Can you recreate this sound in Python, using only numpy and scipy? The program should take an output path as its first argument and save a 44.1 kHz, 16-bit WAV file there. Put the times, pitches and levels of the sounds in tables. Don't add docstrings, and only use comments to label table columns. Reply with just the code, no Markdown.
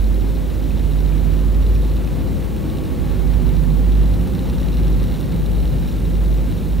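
import sys
import numpy as np
from scipy import signal
from scipy.fft import rfft, irfft, next_fast_len
from scipy.io import wavfile
from scipy.ndimage import map_coordinates

SR = 44100
rng = np.random.default_rng(int(sys.argv[2]) if len(sys.argv) > 2 else 0)


def pcm_store(signal):
    levels = np.round(np.clip(np.atleast_2d(signal), -1, 1) * 32767)
    wavfile.write(sys.argv[1], SR, levels.astype(np.int16).T)


N = 299880


def amp(db):
    return 10 ** (np.asarray(db) / 20)


def unit(x):
    return x / np.sqrt(np.mean(x ** 2) + 1e-20)


def along(points, hz):
    freqs, values = np.transpose(points)
    return np.interp(np.log(hz + 1), np.log(freqs + 1), values)


def curves(rows):
    times, *columns = np.transpose(rows)
    return [np.interp(np.arange(N) / SR, times, column) for column in columns]


def wobble(rate):
    knots = rng.standard_normal(int(N * rate / SR) + 4)
    return map_coordinates(knots, [np.arange(N) * rate / SR], order=1)


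def filtered(x, response):
    size = next_fast_len(N + 8192)
    return irfft(rfft(x, size) * response(np.fft.rfftfreq(size, 1 / SR)), size)[..., :N]


def panned(x, pan_db):
    return x * amp([[pan_db / 2], [-pan_db / 2]])


def port_noise(gain):
    # (frequency [Hz], left-right correlation [0-1])
    likeness = [(50, 0.017), (80, 0), (150, 0.31), (600, 0.47), (1200, 0.54), (1700, 0.99), (2100, 1)]
    angle = lambda hz: np.arccos(along(likeness, hz)) / 2
    white = rng.standard_normal((2, N))
    mid, side = filtered(white, lambda hz: gain(hz) * [np.cos(angle(hz)), np.sin(angle(hz))])
    return unit(np.array([mid + side, mid - side]))


def hiss():
    # (frequency [Hz], relative level [dB])
    spectrum = [(6500, 1), (11000, 0.5), (13500, 2), (15700, 3.5)]
    flicker = amp(0.49 * wobble(300) + 0.93 * wobble(5000))
    noise = port_noise(lambda f: amp(along(spectrum, f)) * (f > 2000))
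    return amp(-46.5) * unit(flicker * noise)


def water_rush():
    # (time [s], rumble level [dB], wash level [dB])
    flow = [(0, -27, -42.5), (1.1, -25, -42.5), (2.4, -24.5, -42.5), (3.2, -24, -41.5), (4.1, -24.5, -42),
            (4.8, -24.5, -41.5), (5.8, -23.5, -43), (6.8, -24.5, -43.5)]
    # (frequency [Hz], relative level [dB])
    rumble_spectrum = [(30, -50), (40, -18), (60, -4.5), (110, -8), (180, -11), (290, -16.5), (540, -24),
                       (600, -30), (900, -47), (2000, -120)]
    wash_spectrum = [(200, -80), (500, -3.5), (800, -0.5), (1500, -7.5), (3000, -12), (4200, -15.5),
                     (4800, -21), (7000, -47), (9000, -120)]
    rumble_db, wash_db = curves(flow)
    rumble = panned(port_noise(lambda f: amp(along(rumble_spectrum, f))), pan_db=0.2)
    wash_gain = amp(wash_db + 0.31 * wobble(11) + 0.88 * wobble(60))
    wash = port_noise(lambda f: amp(along(wash_spectrum, f)))
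    return amp(rumble_db) * rumble + wash_gain * wash


def gear_whine(hz=1110, from_s=2.45, to_s=3.46, fade_db_per_s=22):
    t = np.arange(N) / SR
    away_s = np.maximum(0, np.maximum(from_s - t, t - to_s))
    db = -55 - fade_db_per_s * away_s + 4.5 * wobble(14)
    phase = 2 * np.pi * np.cumsum(hz + 5 * wobble(20)) / SR
    return np.sqrt(2) * amp(db) * np.sin(phase)


def droning_tones(tone_share=0.59):
    # (frequency [Hz], width [Hz], base level before the turn [dB], after it [dB], left over right [dB])
    tones = [(43.2, 3.4, -65, -49, -17), (60.7, 3.06, -37, -29, -6.5), (70.8, 5.18, -31, -40, -3),
             (88.8, 4.6, -33, -39, -6), (100.7, 4.83, -45.5, -34.5, 6), (128.8, 6.35, -49, -34.5, 9.5),
             (149.4, 6.16, -38.5, -34.5, -3), (159.8, 4.36, -46, -36.5, -1), (171.4, 7.13, -59, -31.5, -10),
             (189.6, 5.7, -50, -36, -3.5), (212, 4.4, -37, -45, -6), (243.5, 9.72, -43, -37.5, -3.5),
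             (265.8, 9.13, -37.5, -44, 9), (278.5, 4.16, -45.5, -47, 10.5), (315.8, 5.74, -40.5, -45, -6.5),
             (343.7, 4.27, -45.5, -48.5, -1), (365.6, 7.45, -41.5, -44, 2.5), (391, 4.2, -48.5, -59, -3),
             (401, 4.15, -47.5, -57, -3), (469.5, 5.8, -50.5, -49, 5), (521, 21.1, -45, -46, -2.5),
             (603, 4.8, -55, -59.5, 5), (657, 11.7, -54.5, -57.5, 9), (794, 3.28, -59.5, -56.5, -2),
             (834, 6.3, -63, -59.5, -4), (901, 5.05, -63, -61, -6)]
    # (time [s], share of the turn [0-1])
    swing = [(2.5, 0), (3.3, 0.92), (4.4, 1)]
    # (time [s], gain [dB])
    swell = [(0, 0.5), (1.5, -0.5), (3.6, 2.5), (5.0, 0.5), (6.8, -2.5)]
    (turned,), (swell_db,) = curves(swing), curves(swell)
    out = np.zeros((2, N))
    for hz, width, before_db, after_db, pan_db in tones:
        ring = port_noise(lambda f: 1 / (1 + (2 * (f - hz) / width) ** 2))
        phase = 2 * np.pi * np.cumsum(hz + 0.3986 * width * wobble(8)) / SR
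        port_drift = 1.06 * np.array([wobble(1.99), wobble(2.024)])
        tone = np.sqrt(2) * np.sin(phase + port_drift)
        drone = np.sqrt(1 - tone_share) * ring + np.sqrt(tone_share) * tone
        out += amp(before_db + turned * (after_db - before_db) + swell_db) * panned(drone, pan_db)
    return out


def bubble_plinks(attack_s=0.00086, t60_s=0.025):
    # (time [s], level [dB], starting pitch [Hz])
    bubbles = [(0.6285, -37, 2970), (0.7068, -30.5, 2540), (1.079, -42, 1810), (1.1233, -32, 2400),
               (1.1794, -40, 2050), (1.6222, -37, 2800), (1.7609, -33, 2460), (2.075, -32, 2500),
               (3.3393, -40, 2360), (5.3327, -36, 2180), (5.8533, -34, 2360)]
    out, t = np.zeros(N + SR), np.arange(SR // 20) / SR
    for s, db, hz in bubbles:
        ring = np.sin(2 * np.pi * hz * (t + 1.6 * t * t)) * (1 - np.exp(-t / attack_s))
        out[round(s * SR):][:len(t)] += amp(db - 60 * t / t60_s) * ring
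    return out[:N]


def tackle_ticks(attack_s=0.00044, crack_t60_s=0.0051, small_per_s=340):
    # (frequency [Hz], relative level [dB], time to fall 60 dB [s])
    modes = [(2850, -3.5, 0.012), (3650, -1, 0.0085), (3827, 0, 0.0081), (4067, -2, 0.012),
             (5360, 2.5, 0.0057), (5600, 2, 0.016)]
    # (time [s], strength [dB])
    contacts = [(0.0423, -33), (0.7951, -35), (1.3678, -34), (1.3902, -36), (1.6656, -33.5), (1.898, -36),
                (1.9674, -34), (2.0757, -36), (2.6998, -34), (2.785, -34), (2.8389, -37), (3.1462, -38),
                (3.34, -36.5), (3.491, -33), (3.5653, -35), (3.6373, -37), (3.704, -36), (3.92, -33),
                (4.0567, -35), (4.114, -36), (4.35, -30), (4.3919, -31), (4.4985, -33), (4.5563, -36),
                (4.6314, -37), (4.6857, -32), (4.7294, -33), (4.7706, -30), (4.9651, -41), (5.1208, -32),
                (5.14, -36), (5.2274, -37), (5.3208, -38), (5.3963, -36), (5.462, -31), (5.5487, -35),
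                (5.6022, -32), (5.6545, -31), (5.677, -36), (5.8249, -37), (5.9189, -41), (6.1665, -36),
                (6.2211, -41), (6.344, -34)]
    # (time [s], strength [dB], spin of the part [turns/s])
    rattle = [(0, -47, 14), (1.4, -47, 13.5), (1.75, -45, 14.2), (2.2, -49, 14.3), (3.9, -47.5, 14),
              (4.6, -43, 21), (5.6, -45, 18.5), (6.8, -46.5, 14.8)]
    t = np.arange(SR // 30) / SR
    attack = 1 - np.exp(-t / attack_s)
    rings = [amp(db - 60 * t / t60) * np.sin(2 * np.pi * hz * t) * attack for hz, db, t60 in modes]
    upper = np.array([hz > 5000 for hz, *_ in modes] + [False])
    blows = np.zeros((len(modes) + 1, N))
    for s, db in contacts:
        scatter, polarity = rng.standard_normal((2, len(blows)))
        blows[:, round(s * SR)] = amp(db - 14.5 * upper + 1.3 * scatter) * np.sign(polarity)
    rattle_db, spin_hz = curves(rattle)
    spin_phase = 2 * np.pi * np.cumsum(spin_hz * (1 + 0.078 * wobble(6.8))) / SR
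    spin_db = 3 * np.cos(spin_phase)
    touches = rng.random(N) < small_per_s / SR
    force = touches * amp(rattle_db + spin_db + 2.83 * rng.standard_normal(N))
    small_blows = force * rng.standard_normal(blows.shape)
    small_blows[upper] *= amp(-10)
    crack = amp(-4.5 - 60 * t / crack_t60_s) * rng.standard_normal(len(t))
    return signal.fftconvolve(blows + small_blows, rings + [crack], axes=1).sum(0)[:N]


def motor_hum(left_lag_rad=0.77):
    # (time [s], rate [Hz])
    firing = [(0, 50.5), (.8, 50.7), (1.4, 51.0), (3.7, 51.22), (4.4, 50.74), (5.0, 49.93), (5.9, 49.84),
              (6.8, 50.3)]
    # (time [s], left level [dB], right level [dB])
    swells = [(0.08, -17, -12.5), (0.47, -26.5, -20), (1.0, -20.5, -12.5), (1.3, -25, -12),
              (1.72, -13.5, -13), (2.02, -18.5, -21.0), (2.25, -19, -43), (2.48, -21, -30),
              (2.68, -25.5, -40), (2.9, -35, -32), (3.3, -26, -11.5), (3.66, -30, -12.0), (4.0, -12.5, -11),
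              (4.33, -29, -30), (4.55, -18.5, -38), (4.9, -15, -13.5), (5.22, -30.0, -26), (5.58, -14, -21),
              (5.9, -23.5, -27), (6.299, -14.5, -13), (6.62, -29, -28), (6.76, -18, -15.5)]
    # (time [s], level [dB])
    third_levels = [(.4, -36), (1.0, -31), (2.0, -31), (2.6, -40), (3.6, -40), (4.5, -50)]
    (hz,), (third_db,) = curves(firing), curves(third_levels)
    phase = 2 * np.pi * np.cumsum(hz) / SR
    gains = np.array(curves([(s, *amp(db)) for s, *db in swells]))
    fundamental = gains * np.sin([phase - left_lag_rad / 2, phase + left_lag_rad / 2])
    third = amp(third_db + 3.1 * wobble(5.12)) * np.sin(3 * phase)
    return np.sqrt(2) * (fundamental + third)


def scene():
    boat = motor_hum() + droning_tones() + gear_whine()
    return boat + water_rush() + tackle_ticks() + bubble_plinks() + hiss()


def record(dry):
    return filtered(dry, lambda hz: hz < 15730)


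dry = scene()
out = record(dry)
pcm_store(out)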